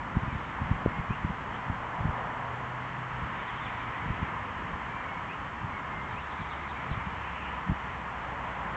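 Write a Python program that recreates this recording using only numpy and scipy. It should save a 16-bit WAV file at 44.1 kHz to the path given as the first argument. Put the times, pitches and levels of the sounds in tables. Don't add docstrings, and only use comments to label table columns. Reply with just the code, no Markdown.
import sys
import numpy as np
from scipy import signal
from scipy.fft import rfft, irfft
from scipy.io import wavfile
from scipy.ndimage import uniform_filter1d

SR = 44100
rng = np.random.default_rng(int(sys.argv[2]) if len(sys.argv) > 2 else 0)


def store_wav(level_fs):
    pcm = np.round(np.clip(np.atleast_2d(level_fs), -1, 1) * 32767)
    wavfile.write(sys.argv[1], SR, pcm.T.astype(np.int16))


N = 386316
TIME = np.arange(N) / SR

# frequency in Hz, relative spectral level in dB.
RUMBLE_SPECTRUM = [(20, -16.5), (40, -5), (65, 0.5), (100, -2), (160, -0.5), (250, -5.5), (340, -11.5),
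                   (500, -11.5), (900, -41)]
ROAR_SPECTRUM = [(250, -13.5), (450, -17), (700, -9.5), (850, -4.5), (980, 0.5), (1070, 0), (1170, -3),
                 (1280, -2.5), (1450, -6.5), (1800, -8.5), (2100, -16.5), (2600, -30), (3500, -44.5)]
BODY_SPECTRUM = [(300, -20), (450, -11), (600, -2.5), (750, -0.5), (920, 0), (1300, -22)]
HISS_SPECTRUM = [(1300, -20.5), (1700, 2), (2050, 3.5), (2350, -1.5), (2650, -4), (3050, -5), (3400, -12),
                 (3800, -21.5), (4400, -33)]
# time in seconds, level in dB.
RUMBLE_FADER = [(0, -42.5), (1, -43.5), (3.2, -44.5), (5, -44.5), (6.5, -45), (8.76, -44.5)]
# time when nearest in seconds, seconds from there
# to half power, then the levels of roar, body and hiss in dB.
PASS_BYS = [(0.703, 0.46, -45.5, -50, -55), (2.212, 0.19, -40.5, -41.5, -59),
            (3.95, 0.92, -42.5, -56.5, -47.5), (7.396, 0.43, -63, -58, -48.5),
            (8.649, 0.38, -43, -44.5, -50)]
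# time in seconds, firing rate in Hz, level in dB.
ENGINE_RUN = [(0, 118, -56), (1.4, 118, -53), (1.9, 118, -46), (3, 127.5, -46), (3.9, 118, -49),
              (4.7, 93, -54), (5.5, 85, -56), (6.5, 72, -46.5), (8, 63.5, -47.5), (8.76, 57, -51)]
# start in seconds, length in seconds, centre pitch in Hz,
# pitch spread as a share of the centre, relative level in dB.
TWITTER_SWELLS = [(0.12, 0.39, 3670, .06, -61.5), (3.197, 0.83, 3380, 0.082, -54.5),
                  (3.251, 1.1, 2120, 0.13, -42.5), (6.048, 0.73, 3560, 0.072, -57),
                  (6.251, .9, 2203, .09, -44.5), (7.151, 0.4, 2596, .14, -47)]
# start in seconds, number of chips, spacing in seconds,
# each chip's starting pitch in Hz, relative level near the end of the run in dB.
CHIP_RUNS = [(3.39, 4, 0.084, 3730, -47), (5.997, 6, 0.1, 4120, -49.5), (6.68, 2, .22, 4320, -48.5)]
# start in seconds,
# the held note's lowest pitch in Hz, relative levels of the held note and of the slur in dB.
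SONG_PHRASES = [(.85, 2130, -45.5, -41), (5.04, 2185, -45, -40), (5.905, 2086, -43, -41.5)]
# start in seconds, length in seconds,
# start, middle and end pitch in Hz, relative level in dB.
LONE_WHISTLES = [(0.267, 0.11, 2550, 2300, 2140, -46), (1.522, .05, 2800, 3060, 3800, -47),
                 (3.29, 0.14, 2820, 2860, 2790, -55), (4.875, 0.16, 2310, 2340, 2360, -48.5),
                 (5.55, 0.083, 2750, 2710, 2660, -52), (5.70, .11, 2117, 2210, 2080, -43.5)]
# start in seconds, length in seconds, typical strength in dB.
SOFT_GUSTS = [(0.201, 0.21, -25.5), (.58, 0.21, -28), (1.268, .07, -23), (1.94, 0.066, -26.5),
              (3.971, .1, -26.5), (6.35, 0.11, -31), (7.04, 0.059, -30)]
# time in seconds, strength in dB, pitch in Hz.
STRONG_EDDIES = [(0.17, -14.5, 160), (.281, -24.5, 150), (0.619, -24, 120), (0.714, -16, 121),
                 (0.875, -23.5, 85), (0.996, -21, 115), (1.108, -19, 167), (1.248, -18, 154),
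                 (1.700, -20.5, 139), (2.055, -19, 142), (2.095, -21.5, 105), (3.236, -29.5, 105),
                 (4.105, -20.5, 123), (4.229, -25, 160), (4.734, -30, 114), (5.647, -27.5, 134),
                 (6.15, -31.5, 160), (6.914, -19.5, 152), (6.976, -27.5, 130), (7.698, -16.5, 124),
                 (7.718, -19, 150)]


def undb(db):
    return 10 ** (np.asarray(db) / 20)


def unit(x):
    return x / np.sqrt(np.mean(x ** 2))


def curves(table):
    times, *columns = np.transpose(table)
    return [np.interp(TIME, times, column) for column in columns]


def add(out, start, x):
    i = max(int(start * SR), 0)
    out[i:i + len(x)] += x[:N - i]


def butter(x, hz, kind, order):
    return signal.sosfilt(signal.butter(order, hz, kind, fs=SR, output="sos"), x)


def noise(spectrum):
    hz, db = np.transpose(spectrum)
    bins_hz = np.arange(N // 2 + 1) * SR / N + 1e-3
    gain = undb(np.interp(np.log(bins_hz), np.log(hz), db, left=-np.inf, right=-np.inf))
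    return unit(irfft(rfft(rng.standard_normal(N)) * gain, N))


def drift(rate_hz):
    hold = int(SR / rate_hz)
    steps = np.repeat(rng.standard_normal(N // hold + 1), hold)
    return unit(uniform_filter1d(uniform_filter1d(steps, hold), hold)[:N])


def outdoors(x, t60, wet_db):
    tail = rng.standard_normal(SR) * np.exp(-np.log(1000) * TIME[:SR] / t60)
    return x + undb(wet_db) * signal.fftconvolve(x, tail / np.linalg.norm(tail))[:N]


def open_air():
    return noise(RUMBLE_SPECTRUM) * undb(curves(RUMBLE_FADER)[0] + 1.1 * drift(6.6))


def traffic_levels(roar_db=-39, body_db=-52, hiss_db=-48.5):
    power = undb([[roar_db], [body_db], [hiss_db]]) ** 2
    for nearest_s, half_power_s, *db in PASS_BYS:
        distance_squared = 1 + ((TIME - nearest_s) / half_power_s) ** 2
        power = power + undb(db)[:, None] ** 2 / distance_squared
    return 10 * np.log10(power)


def road():
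    roar_db, body_db, hiss_db = traffic_levels()
    roar = noise(ROAR_SPECTRUM) * undb(roar_db + 0.33 * drift(7.5))
    body = noise(BODY_SPECTRUM) * undb(body_db + .5 * drift(5.3))
    hiss = noise(HISS_SPECTRUM) * undb(hiss_db + .5 * drift(12))
    return roar + body + hiss


def engine():
    firing_hz, db = curves(ENGINE_RUN)
    phase = 2 * np.pi * np.cumsum(firing_hz * (1 + 0.0057 * drift(12))) / SR
    firing = np.sin(phase) * undb(1.5 * drift(6.9))
    octave = np.sin(2 * phase) * undb(-13.5 + 3.9 * drift(4.8))
    return np.sqrt(2) * undb(db) * (firing + octave)


def bird_note(length_s, pitches, waver):
    progress = np.linspace(0, 1, int(length_s * SR))
    hz = np.polyval(np.polyfit([0, .5, 1], pitches, 2), progress)
    tremble = unit(uniform_filter1d(rng.standard_normal(len(progress)), size=120))
    envelope = np.sqrt(2 * np.abs(np.sin(np.pi * progress)))
    return envelope * np.sin(2 * np.pi * np.cumsum(hz * (1 + waver * tremble)) / SR)


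def twitter(note_s=.04, notes_per_swell=60):
    out = np.zeros(N)
    for start, length, hz, spread, db in TWITTER_SWELLS:
        for place, height, bend in rng.uniform(-1, 1, size=(notes_per_swell, 3)):
            pitches = hz * (1 + spread * (height + bend * np.array([-.5, 0, .5])))
            gain = undb(db - 8.5) * np.sqrt(1 - place ** 2)
            add(out, start + length * (1 + place) / 2, gain * bird_note(note_s, pitches, waver=.03))
    return butter(out, 3550, "low", order=6)


def chips(chip_s=0.048, fall=0.26, rise_db=1.5):
    out = np.zeros(N)
    for start, count, spacing, hz, end_db in CHIP_RUNS:
        pitches = hz * (1 - fall * np.array([0, .5, 1]))
        for k in range(round(count)):
            gain = undb(end_db - rise_db * (round(count) - 1.5 - k))
            add(out, start + k * spacing, gain * bird_note(chip_s, pitches, waver=0.068))
    return butter(out, 3170, "low", order=6)


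def phrase_notes(held_s=.18, sag=.04, slur_after_s=.243, slur_s=.07, from_hz=2340, to_hz=2955):
    rows = []
    for start, hz, held_db, slur_db in SONG_PHRASES:
        edge_hz = hz * (1 + sag)
        rows.append((start, held_s, edge_hz, hz, edge_hz, held_db))
        rows.append((start + slur_after_s, slur_s, from_hz, np.sqrt(from_hz * to_hz), to_hz, slur_db))
    return rows


def whistles():
    out = np.zeros(N)
    for start, length, start_hz, middle_hz, end_hz, db in phrase_notes() + LONE_WHISTLES:
        slur_width = abs(np.log(end_hz / start_hz))
        tone = bird_note(length, [start_hz, middle_hz, end_hz], waver=0.0055 + 0.11 * slur_width)
        fade_db = 27 * slur_width * np.linspace(0, 1, len(tone))
        add(out, start, tone * undb(db - fade_db))
    return out


def birds():
    front = outdoors(undb(-2.5) * whistles() + chips(), t60=0.57, wet_db=-8.5)
    return front + outdoors(twitter(), t60=0.51, wet_db=-2.5)


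def gust_eddies(eddies_per_s=13, centre_hz=118, spread_octaves=.3, spread_db=1.5):
    rows = []
    for start, length, db in SOFT_GUSTS:
        count = max(round(length * eddies_per_s), 1)
        for k, (place, size, pitch) in enumerate(rng.uniform(-1, 1, size=(count, 3))):
            hit_s = start + length * (k + (1 + place) / 2) / count
            rows.append((hit_s, db + spread_db * size, centre_hz * 2 ** (spread_octaves * pitch)))
    return rows


def breeze(churn_s=0.02, churn_hz=190, bass_cut_hz=56):
    thumps, churn_power = np.zeros((2, N))
    t = TIME[:SR // 5] - .1
    churn = butter(rng.standard_normal(N), churn_hz, "low", order=4)
    churn = unit(butter(churn, bass_cut_hz, "high", order=2))
    for hit_s, db, hz in STRONG_EDDIES + gust_eddies():
        bump = np.exp(-(4.33 * hz * t) ** 2)
        thump = butter(bump, bass_cut_hz, "high", order=2)
        add(thumps, hit_s + t[0], undb(db) * thump / np.abs(thump).max())
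        churn_db = -20.5 + 0.56 * db
        add(churn_power, hit_s + t[0], undb(churn_db) ** 2 * np.exp(-2 * np.abs(t) / churn_s))
    return butter(thumps, 33, "high", order=1) + churn * np.sqrt(churn_power)


def knock(hit_s=.8612, gain_db=-11.0, hz=245):
    phase = 2 * np.pi * hz * (TIME - hit_s)
    push_pull = 3 * phase / (1 + phase ** 2) ** 2
    return undb(gain_db) * butter(push_pull, 630, "low", order=3)


def scene():
    return (road() + open_air() + engine() + breeze() + knock() + birds())[None]


def record(dry, whine_hz=4389, top_hz=8300):
    hiss = undb(-62.0) * butter(rng.standard_normal(N), 7710, "low", order=12)
    whine = undb(-77.5) * np.sin(2 * np.pi * whine_hz * TIME)
    top_cut = signal.ellip(8, .2, 70, top_hz, fs=SR, output="sos")
    return signal.sosfilt(top_cut, dry + hiss + whine)


dry = scene()
out = record(dry)
store_wav(out)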